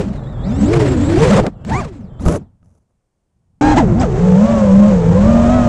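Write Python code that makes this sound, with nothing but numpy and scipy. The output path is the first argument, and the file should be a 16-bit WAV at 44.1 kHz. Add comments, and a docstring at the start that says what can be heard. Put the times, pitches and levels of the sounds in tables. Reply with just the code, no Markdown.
"""A rough propeller drone comes first: a racing quadcopter dives outdoors, heard from the camera on its frame.
It clips a stone wall, revs and tumbles into long grass; an abrupt cut then leads to a cruise in a concrete hall.
Sums of sines make the blade drone, the once-a-turn hum and the motor whine; all follow the motor speeds.
Shaped noise makes the hissing prop wash, buffeting air, scrapes and grass; struck resonances make the knocks."""
import sys
import numpy as np
from scipy import signal
from scipy.fft import rfft, irfft, next_fast_len
from scipy.io import wavfile
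from scipy.ndimage import uniform_filter1d, minimum_filter1d

SR = 44100
rng = np.random.default_rng(int(sys.argv[2]) if len(sys.argv) > 2 else 0)


def transcribe(signal):
    """Save signal, clipped to [-1, 1], as a 16-bit WAV file at the path in sys.argv[1]."""
    frames = np.atleast_2d(signal).T
    limited = np.clip(frames, -1, 1)
    pcm = np.round(limited * 32767).astype(np.int16)
    wavfile.write(sys.argv[1], SR, pcm)


N = 250488
TIME = np.arange(N) / SR
CUT_S = 3.61  # from outdoors to the hall

# Throttle, as the rate at which blades pass: time_s, blade_rate_hz
FIELD_THROTTLE = [(0, 134.3), (.39, 119.7), (.47, 138.1), (.577, 186), (.736, 349.6), (.897, 241.2),
                  (1.0, 246.8), (1.21, 369.5), (1.384, 227.8), (1.5, 74.1), (1.666, 105.2), (1.811, 446.7),
                  (2.1, 121), (2.55, 99.76)]
HALL_THROTTLE = [(3.735, 430), (3.84, 340), (4, 325), (4.12, 345), (4.26, 442), (4.35, 432), (4.47, 569),
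                 (4.535, 577), (4.71, 492), (4.8, 531), (4.89, 540), (4.98, 452), (5.04, 432), (5.12, 462),
                 (5.29, 600), (5.46, 613), (5.55, 652), (5.68, 608)]
# Outdoor speed compared with the throttle: motor_a_ratio, motor_b_ratio, motor_c_ratio
FIELD_TRIM = (0.93, 1.06, 0.97)
# Steering in the hall: time_s, b_to_a_ratio, c_to_a_ratio
HALL_STEERING = [(4, 1.17, 1), (4.33, 1.28, 1.14), (4.48, 1.19, 1.02), (4.7, 1.155, 1.13),
                 (4.92, 1.15, 1.13), (5.2, 1.12, 1.01), (5.34, 1.145, .92)]
# Stick jabs, with the blade rate each motor chases: start_s, length_s, push_a_hz, push_b_hz, push_c_hz
FIELD_JABS = [(-.097, 0.11, 331, 449.5, 340.5), (0.047, 0.065, -29, 40, 36),
              (0.111, .037, 61.5, -22.5, 5.5), (0.174, 0.054, 2, 19.5, -3.5),
              (0.264, 0.036, 62.5, -5.5, 29), (0.436, 0.037, 25, 86, 71), (0.48, .1, -51.5, 95.5, 20),
              (0.66, 0.27, 44, 120, 112.5), (1.171, .06, 199, 120, 148), (1.229, .05, 59, 260.5, 190),
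              (1.291, .033, 900, 664, 536), (1.36, 0.032, 564.5, 779.5, 564.5),
              (1.422, 0.052, 206, 461, 378), (1.645, 0.081, 262.5, 760, 464),
              (1.694, .103, 954.5, 199, 643.5), (2.191, 0.092, 184, 305.5, 66),
              (2.283, 0.074, 403.5, 563, 339)]
HALL_JABS = [(3.577, .16, 395, 415.5, 370), (3.764, .026, 920, 852, 680), (3.802, .035, -1, 170.7, 19),
             (3.866, .038, 0, 329.2, 21), (3.939, .067, 0, 371, -0.5), (4, 0.036, 479.5, 260, 480)]
# Time constants with which motors chase a jab and lose it again
FIELD_SPIN_UP_S, FIELD_SPIN_DOWN_S = 0.0515, 0.0416
HALL_SPIN_UP_S, HALL_SPIN_DOWN_S = 0.022, 0.028
HOVER_HZ = 400  # blade rate
FULL_LOAD_OCTAVES_PER_S = 15  # a spin-up that draws the full current

# Balance of the four motors: blade_tone_db, imbalance_db, overtones_db, whine_db
FIELD_MOTORS = [(-1, -18, 1.5, 5), (-0.5, -19.5, -9, 0.5), (-8.5, -22, -10, 1), (-15.5, -23, -1.5, -2)]
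HALL_MOTORS = [(1, -16, 7, -1), (-4.5, 0, 0, -3), (-3, -11, -4, 1), (-16, -20, 0, -6)]
# Blade tones: multiple_of_shaft_rate, relative_level_db
FIELD_ORDERS = [(2, -20.5), (3, 0), (4, -22.5), (5, -32), (6, -9), (9, -32.5), (12, -31), (15, -36.5),
                (18, -28), (21, -33.5)]
HALL_ORDERS = [(2, -33.5), (3, 4), (4, -19), (5, -15.5), (6, -14), (7, -41.5), (8, -31), (9, -27.5),
               (12, -33.5), (15, -36), (18, -39.5), (21, -50), (24, -46)]

# How each layer follows the motors: level_at_hover_db, change_per_octave_db, added_at_full_load_db
FIELD_DRONE_LAW = (-18.5, 3.5, 0.78)
FIELD_WASH_LAW = (-35.5, 12.6, 0.97)
FIELD_WHINE_LAW = (-51, 0.91, 8.6)
FIELD_WIND_LAW = (-20, 5, 1)
HALL_DRONE_LAW = (-25.5, 5.47, 1)
HALL_WASH_LAW = (-45.5, 10.04, 5)
HALL_WHINE_LAW = (-67, -11.5, 30)
WASH_TOP_OCTAVES = 0.49  # outdoors, speed above this adds no more wash

# Shaft hum in the hall: time_s, relative_level_db
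HALL_HUM = [(3.62, -8.5), (3.98, -11.5), (4.13, -23), (4.26, -6.5), (4.45, -4.5), (4.48, -28.5), (4.5, -8),
            (4.58, -12.5), (4.81, -0.5), (5.01, -13), (5.12, -7.5), (5.19, -9), (5.21, -7.5), (5.68, -11)]
# Boom of the camera mount, and boost of the once-a-turn shaking outdoors
MOUNT_HZ, MOUNT_WIDTH_HZ, MOUNT_DB, SHAKE_DB = 204, 24, 8.5, 10
# Ring of the camera case
CASE_HZ, CASE_WIDTH_HZ, CASE_DB = 7700, 270, 13.5
# Slow blades turn this share of their drone power to noise; it shrinks as speed rises
IDLE_HZ, IDLE_CHURN, CHURN_CLEARS_HZ = 110, 0.27, 160
# Motors switched off in the grass
DISARM_S, DISARM_DB_PER_S = 2.414, 81

# Noise colours of bearings, prop wash and churning blades: pitch_hz, relative_level_db
BEARINGS = [(5000, -31), (6900, -16.5), (7250, 9), (7600, 16.5), (8000, -17.5), (10000, -36.5)]
FIELD_WASH = [(100, 5), (500, 16), (1200, 9), (2000, 6.5), (3200, -0.5), (4500, -4), (6000, -6.5),
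              (7500, -6), (9000, -13), (11000, -24.5), (12500, -35.5), (15000, -40.5)]
HALL_WASH = [(100, 8.5), (600, 26), (1200, 15), (2000, 8), (3200, 2.5), (4800, -2.5), (6500, 1.5),
             (7800, -1), (9000, -17.5), (11000, -31.5), (14000, -43)]
CHURN = [(80, -9.5), (220, 8), (400, 4.5), (620, 4.5), (850, -5), (1300, -8.5), (2200, -29), (6000, -59.5)]

# Knocks on the frame, the one at 1.649 s a jolt as the motors restart: time_s, thud_relative_db, crack_db
KNOCKS = [(1.399, -8, -13), (1.419, -9, -39), (1.466, -31, -15), (1.649, -31, -26), (2.197, -14.5, -58),
          (2.262, 3, -22), (2.285, 0, -17), (2.359, -39, -23), (2.629, -36.5, -65), (2.714, -46, -71)]
# Ringing tones of the frame: pitch_hz, relative_level_db, time_to_fall_60_db_s
FRAME = [(75.6, 12, 0.057), (158, -0.5, 0.26), (261.6, -10, 0.054), (600, -5.5, 0.029), (1250, -8.5, 0.037)]
# Blades scraping the wall: start_s, length_s, level_db
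SCRAPES = [(1.366, .036, -11), (1.432, 0.05, -18.5)]
# Blades in the grass, then settling stalks: start_s, length_s, swish_db, churn_db
GRASS_HITS = [(2.194, 0.049, -58.5, -35), (2.251, 0.12, -46, -19.5), (2.628, 0.158, -82, -64),
              (2.778, .055, -92, -72), (2.871, .055, -98, -72)]
# Noise colour of the grass: pitch_hz, relative_level_db
GRASS = [(500, -4), (2500, 0.5), (4200, -5), (6200, 11), (8000, 5), (10800, 5.5), (12000, -13),
         (14500, -15)]
# Time constants of a scrape or grass contact
CONTACT_ATTACK_S, CONTACT_RELEASE_S = 0.011, 0.0035

# Overall loudness outdoors, for the motors and partly the wind: time_s, level_db
FIELD_LOUDNESS = [(0, -4.5), (.4, -3.5), (.5, 1), (.75, 3), (1.05, 3), (1.2, 5), (1.4, 0.5), (1.52, -18),
                  (1.75, -8.5), (1.9, -19.5), (2.19, -14), (2.22, -10), (2.28, 1), (2.37, -12.5),
                  (2.58, -43), (2.68, -34), (2.85, -60), (3.1, -78), (3.55, -49)]
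WIND_FOLLOWS = 0.62  # share of the loudness's dB swing applied to the wind
# Air buffeting the microphone in the hall: time_s, relative_level_db
HALL_BUFFET = [(3.62, -15), (3.87, -14.5), (3.94, -14.5), (4.04, -10.5), (4.07, -17.5), (4.19, -12.5),
               (4.2, -17), (4.46, -21.5), (4.48, -16), (4.97, -16), (5.29, -12.5), (5.68, -14)]
# Noise colours of buffeting and of still air: pitch_hz, relative_level_db
FIELD_WIND = [(20, -3.5), (45, 3), (90, 7), (140, 4.5), (220, -1.5), (400, -28.5), (800, -21.5),
              (1300, -35.5), (2200, -48), (6000, -69.5)]
HALL_WIND = [(20, -4), (40, 4), (80, 3.5), (150, 2.5), (260, -7), (420, -15), (800, -21.5), (2000, -35),
             (6000, -88)]
STILL_AIR = [(30, 32), (150, 25), (600, 19), (1500, 6.5), (4000, -1), (6500, 2), (9000, 2.5), (11000, -7.5),
             (15000, -18)]
STILL_AIR_DB = -88.5
HALL_T60, HALL_DB = 0.23, -23  # echo: seconds to fall 60 dB, and level


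def motor_speeds(throttle, trims, jabs, up_s, down_s):
    """Blade rates of three motors: trimmed throttle plus jabs, which they chase and lose with a lag."""
    throttle_hz = in_time(throttle)[0]
    speeds = [trim * throttle_hz for trim in trims]
    for start, length, *pushes in jabs:
        response = swell(start, length, up_s, down_s)
        speeds = [hz + push * response for hz, push in zip(speeds, pushes)]
    return np.maximum(speeds, 30)


def shafts(speeds, hunting):
    """Blade rates and shaft angles of four motors; the fourth averages A and B, and all waver a little."""
    a, b, c = speeds
    rates, angles = [], []
    for hz in (a, b, c, (a + b) / 2):
        rate = uniform_filter1d(hz, size=600) * (1 + hunting * drift(30))
        turns = np.cumsum(rate) / (3 * SR)  # three blades pass in each turn
        rates.append(rate)
        angles.append(2 * np.pi * (turns + rng.random()))
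    return rates, angles


def effort(speeds):
    """Typical speed in octaves above hover, and load: near 1 in a hard spin-up, negative when slowing."""
    octaves = uniform_filter1d(np.log2(np.median(speeds, axis=0) / HOVER_HZ), size=400)
    octaves_per_s = np.gradient(octaves) * SR
    load = np.tanh(octaves_per_s / FULL_LOAD_OCTAVES_PER_S)
    return octaves, np.maximum(load, -0.5)


def level_db(law, octaves, load):
    """A layer grows or fades with motor speed and load."""
    hover_db, octave_db, load_db = law
    return hover_db + octave_db * octaves + load_db * load


def propellers(rates, angles, motors, orders, flutter_db, bite_db):
    """Blades sound multiples of the shaft rate: speed brightens them, uneven inflow shakes each tone."""
    out, power = 0, 0
    for hz, angle, (tone_db, _, overtones_db, _) in zip(rates, angles, motors):
        octaves = np.clip(np.log2(hz / 600), -0.5, 0.6)
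        for order, order_db in orders:
            bright_db = 0
            if order > 5:
                bright_db = overtones_db + bite_db * octaves * np.log2(order / 3)
            level = from_db(tone_db + order_db + bright_db + flutter_db * drift(25))
            out = out + level * np.sin(order * angle + rng.uniform(0, 2 * np.pi))
        power = power + from_db(tone_db) ** 2 / 2
    return out / np.sqrt(power)


def imbalance(angles, motors, flutter_db):
    """Unbalanced propellers shake the frame once a turn."""
    out = 0
    for angle, (_, shake_db, _, _) in zip(angles, motors):
        out = out + from_db(shake_db + flutter_db * drift(24)) * np.sin(angle)
    return np.sqrt(2) * out


def camera_mount(x):
    """The mount booms when a tone passes through its low resonance."""
    b, a = signal.iirpeak(MOUNT_HZ, MOUNT_HZ / MOUNT_WIDTH_HZ, fs=SR)
    return x + from_db(MOUNT_DB) * signal.lfilter(b, a, x)


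def whine(rates, angles, motors, commutation_db, cogging_db, bearings_db):
    """Twelve slots and fourteen poles: 42 commutations and 84 cogging steps a turn, over hissing bearings."""
    out = 0
    for hz, angle, (_, _, _, whine_db) in zip(rates, angles, motors):
        for steps, db in ((42, commutation_db), (84, cogging_db)):
            pitch_hz = hz * steps / 3
            through_case = 1 / (1 + (pitch_hz / 7800) ** 24)  # high tones are blocked
            level = from_db(db + whine_db + 2 * drift(60))
            out = out + through_case * level * np.sin(steps * angle)
    bearings = from_db(bearings_db) * rms_one(noise(BEARINGS, 5000, 10000))
    return camera_case(out) + bearings


def camera_case(x):
    """The case adds a narrow treble resonance."""
    b, a = signal.iirpeak(CASE_HZ, CASE_HZ / CASE_WIDTH_HZ, fs=SR)
    return x + from_db(CASE_DB) * signal.lfilter(b, a, x)


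def wash(angles, spectrum, chop, flutter_db):
    """Blade-tip hiss, pulsing as each blade passes an arm."""
    passes = sum(np.cos(3 * angle) for angle in angles) / 2
    pulses = np.exp(chop * passes) * from_db(flutter_db * drift(40))
    return noise(spectrum, 2000, 6000) * rms_one(pulses)


def knocks(crack_t60):
    """Each knock sets the frame ringing and gives a short noisy crack."""
    pushes, cracks = np.zeros(N), np.zeros(N)
    for s, thud_db, crack_db in KNOCKS:
        at = round(s * SR)
        pushes[at] = from_db(thud_db)
        cracks[at:] += from_db(crack_db - 60 * TIME[:N - at] / crack_t60)
    thuds = sum(from_db(db - 12.5) * ring(pushes, hz, t60) for hz, db, t60 in FRAME)
    return thuds + cracks * rms_one(noise(FIELD_WASH, 2000, 6000))


def contacts(rows):
    """Rubbing grows while a contact lasts, then dies away; all contacts add up."""
    out = 0
    for start, length, db in rows:
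        out = out + from_db(db) * swell(start, length, CONTACT_ATTACK_S, CONTACT_RELEASE_S)
    return out


def grass(lash_db):
    """Stalks lash the blades in quick uneven strokes, heard as swish and churn noise."""
    lashes = rms_one(from_db(lash_db * drift(200)))
    hits = np.array(GRASS_HITS)
    swish = contacts(hits[:, :3]) * noise(GRASS, 2000, 6000)
    churn = contacts(hits[:, [0, 1, 3]]) * noise(CHURN, 200, 1400)
    return lashes * (swish + churn)


def buffeting(spectrum, top_hz, wind_db):
    """Air pushing on the microphone makes a low, gusty noise."""
    return noise(spectrum, 25, top_hz) * from_db(wind_db)


def hall_echo(x):
    """Bare concrete returns a diffuse, fading tail, duller than the source."""
    tail = rng.standard_normal(N) * from_db(-60 * TIME / HALL_T60)
    tail *= TIME > 0.012  # the first echo takes time to return
    tail /= np.sqrt(np.sum(tail ** 2))
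    dull = signal.sosfilt(signal.butter(1, [300, 4000], "band", fs=SR, output="sos"), x)
    return signal.fftconvolve(dull, tail)[:N]


def still_air():
    """A steady, very faint noise lies under the outdoor flight."""
    return from_db(STILL_AIR_DB) * noise(STILL_AIR, 2000, 6000)


def from_db(db):
    """Decibels to gain."""
    return 10 ** (np.asarray(db) / 20)


def rms_one(x):
    """Scale to an rms (average strength) of 1."""
    return x / np.sqrt(np.mean(x ** 2) + 1e-20)


def in_time(rows):
    """Each column after the time becomes a curve over all samples."""
    s, *columns = np.transpose(rows)
    return [np.interp(TIME, s, column) for column in columns]


def drift(rate):
    """Random wandering of rms 1: chance values, 2 * rate a second, joined by lines."""
    steps = rng.standard_normal(8192)
    return rms_one(np.interp(TIME * 2 * rate, np.arange(len(steps)), steps))


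def swell(start, length, up_s, down_s):
    """Rises towards 1 while an event lasts, then dies away."""
    since = TIME - start
    rise = 1 - np.exp(-np.clip(since, 0, length) / up_s)
    return rise * np.exp(-np.clip((since - length) / down_s, 0, 50))


def noise(spectrum, low, high):
    """Random noise of a given colour, whose part between two frequencies has rms about 1."""
    size = next_fast_len(N)
    hz = np.maximum(np.fft.rfftfreq(size, 1 / SR), 1)
    points_hz, points_db = np.transpose(spectrum)
    gain = from_db(np.interp(np.log(hz), np.log(points_hz), points_db)) * (hz > 10)
    in_band = (hz > low) & (hz < high)
    gain /= np.sqrt(np.mean(gain ** 2 * in_band))
    return irfft(rfft(rng.standard_normal(size)) * gain, size)[:N]


def ring(x, hz, t60):
    """A resonance: a click of height 1 sets off a fading sine that starts at about height 1."""
    r, w = from_db(-60 / (t60 * SR)), 2 * np.pi * hz / SR
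    return signal.lfilter([0, np.sin(w)], [1, -2 * r * np.cos(w), r * r], x + 1e-18)


def field_flight():
    """The dive, the wall, the last rev and the tumble: motor sounds, contacts and moving air."""
    speeds = motor_speeds(FIELD_THROTTLE, FIELD_TRIM, FIELD_JABS, FIELD_SPIN_UP_S, FIELD_SPIN_DOWN_S)
    rates, angles = shafts(speeds, hunting=0.003)
    octaves, load = effort(speeds)
    loudness_db = in_time(FIELD_LOUDNESS)[0]
    running = from_db(loudness_db - DISARM_DB_PER_S * np.maximum(TIME - DISARM_S, 0))

    tones = propellers(rates, angles, FIELD_MOTORS, FIELD_ORDERS, flutter_db=2.5, bite_db=6)
    shake = from_db(SHAKE_DB) * imbalance(angles, FIELD_MOTORS, flutter_db=4)
    churn = noise(CHURN, 200, 1400)
    fouled = IDLE_CHURN * np.exp((IDLE_HZ - speeds.mean(axis=0)) / CHURN_CLEARS_HZ)
    fouled = np.clip(fouled, 0, 1)
    blend = np.sqrt(1 - fouled) * camera_mount(tones + shake) + np.sqrt(fouled) * churn
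    drone = from_db(level_db(FIELD_DRONE_LAW, octaves, load)) * blend

    motors = whine(rates, angles, FIELD_MOTORS, commutation_db=-6.5, cogging_db=-4.5, bearings_db=-11.5)
    motors = from_db(level_db(FIELD_WHINE_LAW, octaves, load)) * motors
    wash_db = level_db(FIELD_WASH_LAW, np.minimum(octaves, WASH_TOP_OCTAVES), load)
    hiss = from_db(wash_db) * wash(angles, FIELD_WASH, chop=0.2, flutter_db=2.53)

    collisions = contacts(SCRAPES) * churn + grass(lash_db=3.5) + knocks(crack_t60=0.017)
    wind_db = level_db(FIELD_WIND_LAW, octaves, load) + WIND_FOLLOWS * loudness_db + 1.5 * drift(20)
    wind = buffeting(FIELD_WIND, 140, wind_db)
    return running * (drone + hiss + motors) + collisions + wind + still_air()


def hall_flight():
    """Throttle punches, then a swaying cruise: motor sounds, strong shaft hum, buffeting and echo."""
    trims = [1, *in_time(HALL_STEERING)]
    speeds = motor_speeds(HALL_THROTTLE, trims, HALL_JABS, HALL_SPIN_UP_S, HALL_SPIN_DOWN_S)
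    rates, angles = shafts(speeds, hunting=0.002)
    octaves, load = effort(speeds)

    tones = propellers(rates, angles, HALL_MOTORS, HALL_ORDERS, flutter_db=2.35, bite_db=6)
    drone = from_db(level_db(HALL_DRONE_LAW, octaves, load)) * tones
    hum = from_db(in_time(HALL_HUM)[0] - 2.5) * imbalance(angles, HALL_MOTORS, flutter_db=0.83)
    motors = whine(rates, angles, HALL_MOTORS, commutation_db=-1, cogging_db=-13, bearings_db=-12.5)
    motors = from_db(level_db(HALL_WHINE_LAW, octaves, load)) * motors
    hiss = wash(angles, HALL_WASH, chop=0.34, flutter_db=0.72)
    hiss = from_db(level_db(HALL_WASH_LAW, octaves, load)) * hiss
    wind = buffeting(HALL_WIND, 120, in_time(HALL_BUFFET)[0] - 4 + drift(22))
    echo = from_db(HALL_DB) * hall_echo(drone + hiss)
    return drone + hum + motors + hiss + wind + echo


def scene():
    """The outdoor flight gives way to the hall flight within 2 ms."""
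    indoors = np.interp(TIME, [CUT_S, CUT_S + 0.002], [0, 1])
    return ((1 - indoors) * field_flight() + indoors * hall_flight())[None]


def record(dry):
    """A fast limiter turns loud peaks down, then a steep filter removes the top of the treble."""
    room_left = np.minimum(1, 0.96 / (np.abs(dry) + 1e-9))
    gain = uniform_filter1d(minimum_filter1d(room_left, size=220), size=220)
    treble_cut = signal.cheby2(12, 60, 16000, fs=SR, output="sos")  # 60 dB down from 16 kHz up
    return signal.sosfilt(treble_cut, dry * gain)


dry = scene()
out = record(dry)
transcribe(out)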